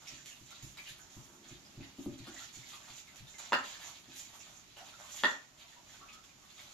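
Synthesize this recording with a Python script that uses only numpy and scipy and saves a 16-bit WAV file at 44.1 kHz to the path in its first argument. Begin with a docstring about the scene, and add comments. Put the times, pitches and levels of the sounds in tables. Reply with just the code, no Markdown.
"""Rinsing rice and cutting carrot

Indoors, a hand stirs and rubs rice in a bowl of water while a knife cuts carrot on a wooden board on carpet.
Filtered grain noise rasps, chirped decaying sines plop as bubbles, and struck modes with noise bursts make
two cuts, each of two blows. Things set down ring low modes of the floor and the hollow under the board.
Echoes and a decaying tail surround these sounds; a faint hush of coloured noise lies beneath."""
import sys
import numpy as np
from scipy import signal
from scipy.fft import rfft, irfft, next_fast_len
from scipy.io import wavfile
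from scipy.ndimage import uniform_filter1d

SR = 44100
rng = np.random.default_rng(int(sys.argv[2]) if len(sys.argv) > 2 else 0)


def log_audio(samples):
    """Write samples as a 16-bit WAV file to the path given in sys.argv[1]."""
    # one column per channel
    frames = np.atleast_2d(samples).T
    # limit to full scale, then quantise
    limited = np.clip(frames, -1, 1)
    pcm = np.round(limited * 32767).astype(np.int16)
    wavfile.write(sys.argv[1], SR, pcm)


N = 296821

# spectra of the wet grains, from coarse rasp to slosh: frequency_hz, relative_level_db (per Hz)
RASP_SPECTRUM = [(1200, -23.5), (2200, -4), (2800, -2.5), (3500, 0), (4800, -4.5), (5800, -22.5)]
SHARP_SPECTRUM = [(4600, -19), (5600, -5), (7000, 0), (7600, -5), (8300, -25.5)]
SAND_SPECTRUM = [(6000, -21), (8300, -0.5), (10000, 0), (12000, 4.5), (14500, -4)]
SLOSH_SPECTRUM = [(300, -25), (600, 5), (1000, 4), (1500, 1), (2200, -18.5)]
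FIZZ_DB = -6  # re rasp
RUB_GAIN = .42  # overall gain of the rubbing, before the room


def rinsing():
    """Stick-slip friction: wet grains rasp in bursts and free small bubbles while the water slops about."""
    rasp_gain, sharp_gain, sand_gain, slosh_gain = strokes()
    # every grain size slips and catches in its own time
    rasp = unit(colour(grains(1500, 3.8, .6), RASP_SPECTRUM)) * undb(3.8 * walk(40))
    sharp = unit(colour(grains(2500, 3.8, 0.51), SHARP_SPECTRUM)) * undb(2.94 * walk(40))
    sand = unit(colour(grains(810, 3.3, 0.94), SAND_SPECTRUM)) * undb(4.0 * walk(30))
    slosh = unit(colour(grains(300, 3.0, 0.47), SLOSH_SPECTRUM)) * undb(1.65 * walk(25))
    rubbing = rasp_gain * (rasp + undb(FIZZ_DB) * fizz(per_s=300))
    return RUB_GAIN * (rubbing + sharp_gain * sharp + sand_gain * sand + slosh_gain * slosh)


# strokes of the hand through the rice, levels before RUB_GAIN: peak_s, rise_s (over 10 dB), fall_s (over 10 dB),
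# rasp_level_db, then in dB re rasp: sharp_db, sand_db, slosh_db
HAND_STROKES = [(.01, .02, .08, -61, -2, -12, -3), (.08, .02, .13, -53.5, -2, -16, -22),
                (.27, .02, .12, -59, -1, -2, -24), (.53, .08, .2, -59, -3, -20, -13),
                (.635, .015, .12, -64, 2, 0, -15), (.78, .02, .06, -53, -12, -22, -5),
                (.89, .06, .05, -52.5, -3, -8, -16), (1.0, .04, .1, -72, 10, 2, 9),
                (1.17, .12, .2, -66, 7, -2, 1), (1.5, .08, .05, -59.5, -5, -15, -4),
                (1.66, .04, .05, -61, -8, -24, -14), (1.83, .05, .1, -58.5, -6, -20, -9),
                (1.985, .04, .12, -60, -2, -5, -6), (2.13, .06, .05, -63, -6, -20, -4),
                (2.19, .03, .05, -60, -6, -17, -14), (2.28, .015, .08, -58.5, -15, -16, 0),
                (2.41, .12, .08, -52, -4, -13, -10), (2.54, .02, .2, -62, 4, -4, -10),
                (2.67, .1, .25, -55, -3, -11, -22), (2.88, .12, .1, -64, 1, -9, 3),
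                (2.985, .1, .03, -59, 3, -5, -8), (3.09, .03, .05, -60.5, -9, -24, -19),
                (3.18, .04, .06, -58.5, -4, -16, -20), (3.28, .02, .12, -59, 1, -11, -24),
                (3.4, .015, .12, -53.5, 1, -22, -1), (3.66, .1, .17, -49.5, -5.5, -24, -5),
                (3.87, .15, .1, -51, -4, -16, -4), (4.12, .05, .1, -61.5, 3, -16, -17),
                (4.18, .04, .1, -58, 3, -2, -20), (4.28, .04, .08, -60, -6, -14, -20),
                (4.35, .04, .1, -62, -2, -4, 0), (4.41, .05, .15, -58, -4, -15, -7),
                (4.53, .05, .1, -61, 0, -18, -4), (4.78, .02, .06, -55, -10, -28, 0),
                (4.86, .04, .12, -57, -5, -24, -2), (5.01, .06, .1, -57, -1, -10, -7),
                (5.18, .14, .14, -50.5, 2, -9, -7), (5.59, .02, .12, -60, -8, -18, -8),
                (5.71, .06, .06, -59.5, -3, -14, -7), (5.93, .06, .09, -60, 0, -9, -9),
                (6.09, .015, .06, -60.5, -20, -30, -16), (6.24, .02, .08, -68, -4, -16, -8),
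                (6.49, .06, .1, -61, -10, -12, -6), (6.62, .1, .3, -58.5, -1, -9, -5)]
# fingers resting in the rice between strokes: rasp_level_db, then in dB re rasp: sharp_db, sand_db, slosh_db
RESTING_HAND = (-74, 0, -8, 3)


def strokes():
    """Power summation: exponential swells and decays add in power to the resting hand, giving four gains."""
    def layer_gains(rasp_db, *relative_db):
        return undb(rasp_db + np.array([0, *relative_db]))[:, None]

    t = np.arange(0, N / SR, .002)
    power = layer_gains(*RESTING_HAND) ** 2
    for peak_s, rise_s, fall_s, *levels_db in HAND_STROKES:
        swell = undb(-10 * np.maximum((peak_s - t) / rise_s, (t - peak_s) / fall_s))
        power = power + (layer_gains(*levels_db) * swell) ** 2
    return [np.interp(np.arange(N) / SR, t, np.sqrt(p)) for p in power]


def grains(per_s, scatter_db, bed):
    """Shot noise: random clicks of uneven size over a steady bed of noise."""
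    size = np.minimum(rng.exponential(size=N), 4)
    clicks = (rng.random(N) < per_s / SR) * rng.standard_normal(N) * undb(scatter_db * size)
    return unit(clicks) + bed * rng.standard_normal(N)


def fizz(per_s):
    """Random superposition: small bubbles freed at random between the grains, most of them weak."""
    out = np.zeros(N)
    for when, size, strength in rng.random((int(per_s * N / SR), 3)):
        add(out, when * N / SR, strength ** 5.4 * plop(1500 * 4.35 ** size, 9.4, 0.089))
    return unit(out)


# the larger plops: start_s, nominal pitch_hz, level_db
LARGE_BUBBLES = [(0.077, 5460, -41.5), (0.119, 4600, -55), (0.272, 2130, -54), (0.31, 2840, -48),
                 (0.513, 1400, -56), (0.549, 3720, -50), (0.784, 2280, -43.5), (0.866, 2930, -44.5),
                 (0.88, 3710, -47), (0.993, 1540, -55.5), (1.173, 1140, -58.5), (1.651, 5050, -53.5),
                 (1.809, 2470, -53), (1.83, 2100, -53), (2.187, 4300, -52), (2.277, 1440, -53.5),
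                 (2.363, 1860, -47), (2.405, 1350, -52), (2.631, 2220, -52), (2.733, 1180, -53),
                 (3.079, 2190, -53.5), (3.178, 2620, -56), (3.271, 3650, -49), (3.341, 2090, -54),
                 (3.66, 3430, -46), (4.405, 2660, -52), (4.766, 2890, -47.5), (4.809, 740, -53.5),
                 (4.93, 1404, -55.5), (5.03, 1047, -55), (5.764, 966, -59), (5.907, 3280, -56),
                 (5.944, 1510, -58), (6.014, 1213, -49), (6.086, 2550, -48.5), (6.291, 2370, -61),
                 (6.424, 1115, -63), (6.567, 3860, -51), (6.572, 1170, -59), (6.593, 2140, -52.5)]


def bubbles():
    """Bubble resonance: each large plop is joined by two of nearly its size within 15 ms."""
    out = np.zeros(N)
    companions = rng.uniform(-1, 1, (len(LARGE_BUBBLES), 2, 2))
    for (start_s, pitch_hz, level_db), chance in zip(LARGE_BUBBLES, companions):
        add(out, start_s, undb(level_db) * plop(.96 * pitch_hz, 7.3, 0.036))
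        for late, detune in chance:
            companion = plop((0.968 + 0.067 * detune) * pitch_hz, 5.7, 0.034)
            add(out, start_s + .015 * abs(late), undb(level_db - 3.5) * companion)
    return out


# a trapped pocket of air; pitch and level here are centres that each bubble scatters about
GURGLE_S, GURGLE_LENGTH_S, GURGLE_DB = 6.0, .22, -61.5
GURGLE_HZ, GURGLE_RISE_HZ_PER_S = 1100, 900


def gurgle(count=12):
    """Bubble resonance: a trapped pocket of air lets out a quick string of bubbles that climbs in pitch."""
    out = np.zeros(N)
    for k, (late, detune, size) in enumerate(rng.uniform(-1, 1, (count, 3))):
        since_s = (k + .4 * late) / count * GURGLE_LENGTH_S
        pitch_hz = (GURGLE_HZ + GURGLE_RISE_HZ_PER_S * since_s) * (1 + .04 * detune)
        add(out, GURGLE_S + since_s, undb(GURGLE_DB + 3.0 * size) * plop(pitch_hz, 8.5, 0.02))
    return out


def plop(hz, cycles, rise):
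    """Damped bubble resonance: a decaying sine rises in pitch as the bubble nears the surface."""
    life_s = cycles / hz
    t = np.arange(int(7 * life_s * SR)) / SR
    return np.sin(2 * np.pi * hz * (t + rise * t ** 2 / life_s)) * np.exp(-t / life_s)


# grains and peel flicked against the bowl: start_s, level_db, sharp_db (re level), wet_slap_db (re level)
FLICKS = [(.071, -56, -1, -30), (.259, -57.5, 1.5, -25), (.463, -62, -6, -25), (.506, -58.5, -2, -24),
          (.625, -61, 6, -25), (.772, -57.5, -12, 1), (2.18, -61, -3, -25), (2.27, -60, -14, 2.5),
          (2.72, -66.5, -6, 6), (3.071, -63, -3, -25), (3.159, -59.5, -1, -27), (3.384, -59, 3.5, 1),
          (4.162, -59, 6, -25), (4.18, -63, 6, -25), (4.196, -64, 8, -25), (4.339, -68.5, 0, 5),
          (4.77, -62.5, -13, 5), (5.163, -59, 8, -25), (6.13, -65, 2.5, -20), (6.239, -70.5, 6, -20)]


def ticks():
    """Impact noise: sudden rasp-coloured bursts decay at two rates, some with a slap of water under them."""
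    out, t = np.zeros(N), np.arange(SR // 10) / SR
    fade = 1.5 * np.exp(-t / 0.003) + 0.31 * np.exp(-t / 0.019)  # a flick, then grains rattle on
    noises = rng.standard_normal((len(FLICKS), len(t)))
    for (start_s, level_db, sharp_db, slap_db), noise in zip(FLICKS, noises):
        rasp = unit(colour(noise, RASP_SPECTRUM))
        sharp = unit(colour(noise, SHARP_SPECTRUM) + 0.079 * colour(noise, SAND_SPECTRUM))
        slap = unit(colour(noise, SLOSH_SPECTRUM))
        burst = rasp + undb(sharp_db) * sharp + undb(slap_db) * slap
        add(out, start_s, undb(level_db) * burst * fade)
    return out


# each cut lands in two blows: start_s, board_level_db (before high-pass and room), snap pitch_hz,
# then in dB re board: snap_db, overtone_db, crack_db
CUT_BLOWS = [(3.5217, -23, 1000, -6, -6, -14), (3.5311, -23.5, 1433, -5, 1, -2),
             (5.2357, -19.5, 1728, -12, -5, -13), (5.2448, -29, 1814, 8, -2, -1)]
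# resonances of the wooden board: frequency_hz, relative_level_db, t60_s
BOARD_MODES = [(275, -12, 0.07), (335, -17, 0.04), (620, -8, 0.03), (760, -6, 0.015), (1000, 5, 0.009),
               (1263, -2.5, 0.017), (1780, -2, 0.02), (2100, -10, 0.0072), (2780, -2.5, 0.02),
               (3500, 1.5, 0.016), (4600, 1, 0.011)]
# spectrum of the tearing fibres: frequency_hz, relative_level_db (per Hz)
CRACK_SPECTRUM = [(300, -43), (700, -7), (1500, 6.5), (3000, -13), (4800, -6.5), (5500, -28), (7300, -22),
                  (8300, -46), (14000, -44)]
BOARD_WET_DB = -3.5  # share of echo from the board


def chops():
    """Modal excitation: fibres crack, carrot snaps and board rings; each blow finds its own room paths."""
    out, t = np.zeros((2, N)), np.arange(SR // 3) / SR
    tear = np.exp(-t / 0.0045) + .1 * np.exp(-t / .03)  # a split, then fibres tear on
    high_pass = signal.butter(3, 230, "high", fs=SR, output="sos")  # a small board radiates no deep bass
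    noises = rng.standard_normal((len(CUT_BLOWS), len(t)))
    for (start_s, level_db, pitch_hz, snap_db, overtone_db, crack_db), noise in zip(CUT_BLOWS, noises):
        snap = ring([(pitch_hz, 0, .022), (1.06 * pitch_hz, -3, .022)], .0001)
        overtone = ring([(1.96 * pitch_hz, 0, .02)], .0001)
        crack = unit(colour(noise, CRACK_SPECTRUM)) * tear
        blow = ring(BOARD_MODES, 0.00035) + undb(snap_db) * snap
        blow = blow + undb(overtone_db) * overtone + undb(crack_db) * crack
        blow = signal.sosfilt(high_pass, blow)
        add(out, start_s, undb(level_db) * signal.fftconvolve(blow[None], room(BOARD_WET_DB), axes=1))
    return out


# things set down on board and carpet: start_s, floor_peak_db, hollow_peak_db (both before the room)
LANDINGS = [(0.118, -56, -59), (0.406, -55.5, -61), (0.627, -45, -56), (0.901, -55.5, -75),
            (1.162, -47, -53.5), (1.508, -50, -54), (1.771, -47, -53), (1.8, -49.5, -45), (1.984, -53, -39),
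            (2.059, -44.5, -33), (2.109, -51, -46), (2.197, -47.5, -51.5), (2.275, -69, -47),
            (2.565, -52, -59.5), (2.899, -57.5, -63), (3.202, -48.5, -62), (4.079, -68, -55.5)]
# resonances of the floor, then of the hollow under the board: frequency_hz, relative_level_db, t60_s
FLOOR_MODES = [(61, -10.5, 0.13), (94, -24.5, 0.059), (122, 2.5, 0.092), (190, -7, 0.18)]
HOLLOW_MODES = [(216.5, -4.5, 0.046), (271, 0, 0.11), (324, -5, 0.13), (355, -6.5, 0.084),
                (590, -14.5, 0.06), (800, -15, 0.03), (1250, -15, 0.025)]
# the board shifts on the carpet, level gliding from row to row: time_s, level_db
BOARD_SHUFFLE = [(0.9, -82), (1.058, -81), (1.356, -69), (1.852, -76.5), (1.98, -70)]


def thuds():
    """Modal excitation: landings move the floor and ring the hollow; friction noise rumbles under the board."""
    out = np.zeros(N)
    for start_s, floor_db, hollow_db in LANDINGS:
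        floor = undb(floor_db) * ring(FLOOR_MODES, 0.0066)
        hollow = undb(hollow_db) * ring(HOLLOW_MODES, 0.00094)
        add(out, start_s, floor + hollow)
    time_s, level_db = np.transpose(BOARD_SHUFFLE)
    spectrum = [(90, -24), (180, 2.5), (330, 2.5), (480, -6.5), (900, -26)]  # (Hz, dB per Hz)
    rumble = unit(colour(rng.standard_normal(N), spectrum))
    return out + undb(np.interp(np.arange(N) / SR, time_s, level_db, -90, -90)) * rumble


def ring(modes, push_s):
    """Modal superposition: decaying modes of alternating sign, struck by a smooth push; peak 1."""
    t = np.arange(SR // 3) / SR
    y = np.zeros(len(t))
    for k, (hz, db, t60_s) in enumerate(modes):
        y += (-1) ** k * undb(db) * np.sin(2 * np.pi * hz * t) * 1000. ** (-t / t60_s)
    y = np.convolve(y, np.hanning(int(push_s * SR) + 3))[:len(t)]
    return y / np.abs(y).max()


# early wall echoes, before jitter and wet share: delay_s, level_db
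WALL_ECHOES = [(.005, -10.5), (.009, -3.5), (.014, -7), (.019, -3.5), (0.028, -12)]
# reverberation time of the tail: frequency_hz, t60_s
TAIL_DECAY = [(100, 0.36), (400, 0.36), (1500, 0.33), (5000, 0.23), (12000, 0.18)]
# colour of the diffuse tail: frequency_hz, level_db (re direct sound, before wet share)
TAIL_COLOUR = [(100, 2.5), (350, 0.5), (800, 3.5), (8000, 5.5)]


def room(wet_db):
    """Impulse response to two ports: direct sound, wall echoes and a diffuse tail that fades band by band."""
    t = np.arange(SR // 2) / SR
    noise, hz = rfft(pair(1250, size=len(t))), 2. * np.arange(len(t) // 2 + 1)
    tail = 0
    for centre_hz in 60 * 2. ** np.arange(9):
        octave = np.maximum(1 - np.abs(np.log2(np.maximum(hz, 30) / centre_hz)), 0)
        tail = tail + irfft(noise * octave, len(t)) * 1000. ** (-t / on_log(TAIL_DECAY, centre_hz))
    tail = tail * np.clip(t / 0.0056, 0, 1)
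    response = undb(wet_db) * colour(tail / np.sqrt(np.sum(tail ** 2) / 2), TAIL_COLOUR)
    response[[0, 1], [0, 1]] = 1  # direct sound, one sample later at the second port
    for (delay_s, db), (shift, angle) in zip(WALL_ECHOES, rng.uniform(-1, 1, (len(WALL_ECHOES), 2))):
        # an echo from the side reaches one port a little earlier
        at = (delay_s + .001 * shift + np.array([1, -1]) * .00015 * angle) * SR
        response[[0, 1], at.astype(int)] += undb(db + wet_db)
    return response


BOWL_WET_DB = -0.5  # share of echo from the bowl and the carpet


def moving(source, count, hold_s):
    """Time-varying convolution: the hands keep moving, so successive moments take different room paths."""
    k = int(hold_s * SR)
    spot = np.repeat(rng.integers(0, count, N // k + 1), k)[:N]
    out = 0
    for i in range(count):
        share = np.sqrt(np.abs(uniform_filter1d(1. * (spot == i), k // 2)))
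        out = out + signal.fftconvolve(source * share, room(BOWL_WET_DB), axes=1)[:, :N]
    return out


# spectrum of the background: frequency_hz, relative_level_db (per Hz)
HUSH_SPECTRUM = [(15, -31), (25, 3.5), (253, 1.5), (493, -9), (934, -8.5), (1630, -10), (3540, -8.5),
                 (4620, -10.5), (6880, -12), (8290, -24.5), (14500, -21)]
HUSH_DB = -62  # centre of a slowly wandering level


def background_hush():
    """Partly coherent noise: a faint hush, more alike at the two ports in the bass, wanders in level."""
    noise = unit(colour(pair(510, size=N + N % 2), HUSH_SPECTRUM))[:, :N]
    return noise * undb(HUSH_DB + 1.0 * walk(5))


def pair(likeness_hz, size=N):
    """Mid-side coherence: two noises, alike below likeness_hz and unrelated above."""
    mid, side = rng.standard_normal((2, size))
    side = colour(side, [(likeness_hz / 12, -7), (likeness_hz / 3, -9), (likeness_hz, 0)])
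    return np.array([mid + side, mid - side])


def walk(rate):
    """Random modulation: levels held 1 / rate s and slewed; spread near 1."""
    k = int(SR / rate)
    return uniform_filter1d(np.repeat(rng.standard_normal(N // k + 1), k), k)[:N]


def undb(db):
    """Decibel law: amplitude ratio of a level in dB."""
    return 10 ** (np.asarray(db) / 20)


def on_log(table, hz):
    """Logarithmic frequency scale: read a (Hz, value) table between its points."""
    at, value = np.transpose(table)
    return np.interp(np.log(np.maximum(hz, 1)), np.log(at), value)


def colour(x, table, share=1):
    """Spectral shaping: filter x by a (Hz, dB) table, its dB scaled by share."""
    size = x.shape[-1]
    hz = np.arange(size // 2 + 1) * SR / size
    return irfft(rfft(x) * undb(share * on_log(table, hz)), size)


def unit(x):
    """Power normalisation: scale to an RMS of 1."""
    return x / np.sqrt(np.mean(x ** 2))


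def add(track, s, sound):
    """Linear superposition: mix a sound into the track at s seconds."""
    i = int(s * SR)
    track[..., i:i + sound.shape[-1]] += sound[..., :N - i]


def scene():
    """Superposition of sources: bowl, cuts and landings in the room, over the hush."""
    bowl = moving((rinsing() + bubbles() + gurgle() + ticks())[None], count=5, hold_s=.05)
    carpet = moving(thuds()[None], count=3, hold_s=.12)
    return bowl + chops() + carpet + background_hush()


# response of the microphone: frequency_hz, gain_db
MIC_RESPONSE = [(25, -2), (60, -1), (150, 1.5), (200, -1), (390, 1.5), (480, -4), (570, 0), (1000, -0.5)]
# contrast between the ports, scaled by a share for each: frequency_hz, contrast_db
PORT_CONTRAST = [(700, 0.5), (2300, -2.5), (4300, -1.5), (7000, -15.5), (7700, -4), (8600, 7),
                 (14000, -0.5)]
TOP_HZ = 14300


def record(dry):
    """Transducer response: the microphone colours the sound, its two ports differ, and the top is cut."""
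    padding = next_fast_len(N + 999, True) // 2 * 2 - N
    even = colour(np.pad(dry, ((0, 0), (0, padding))), MIC_RESPONSE)
    left = colour(even[0], PORT_CONTRAST, 0.38)
    right = colour(even[1], PORT_CONTRAST, -0.48)
    low_pass = signal.ellip(12, .2, 75, TOP_HZ, fs=SR, output="sos")
    return signal.sosfilt(low_pass, np.array([left, right])[:, :N])


dry = scene()
out = record(dry)
log_audio(out)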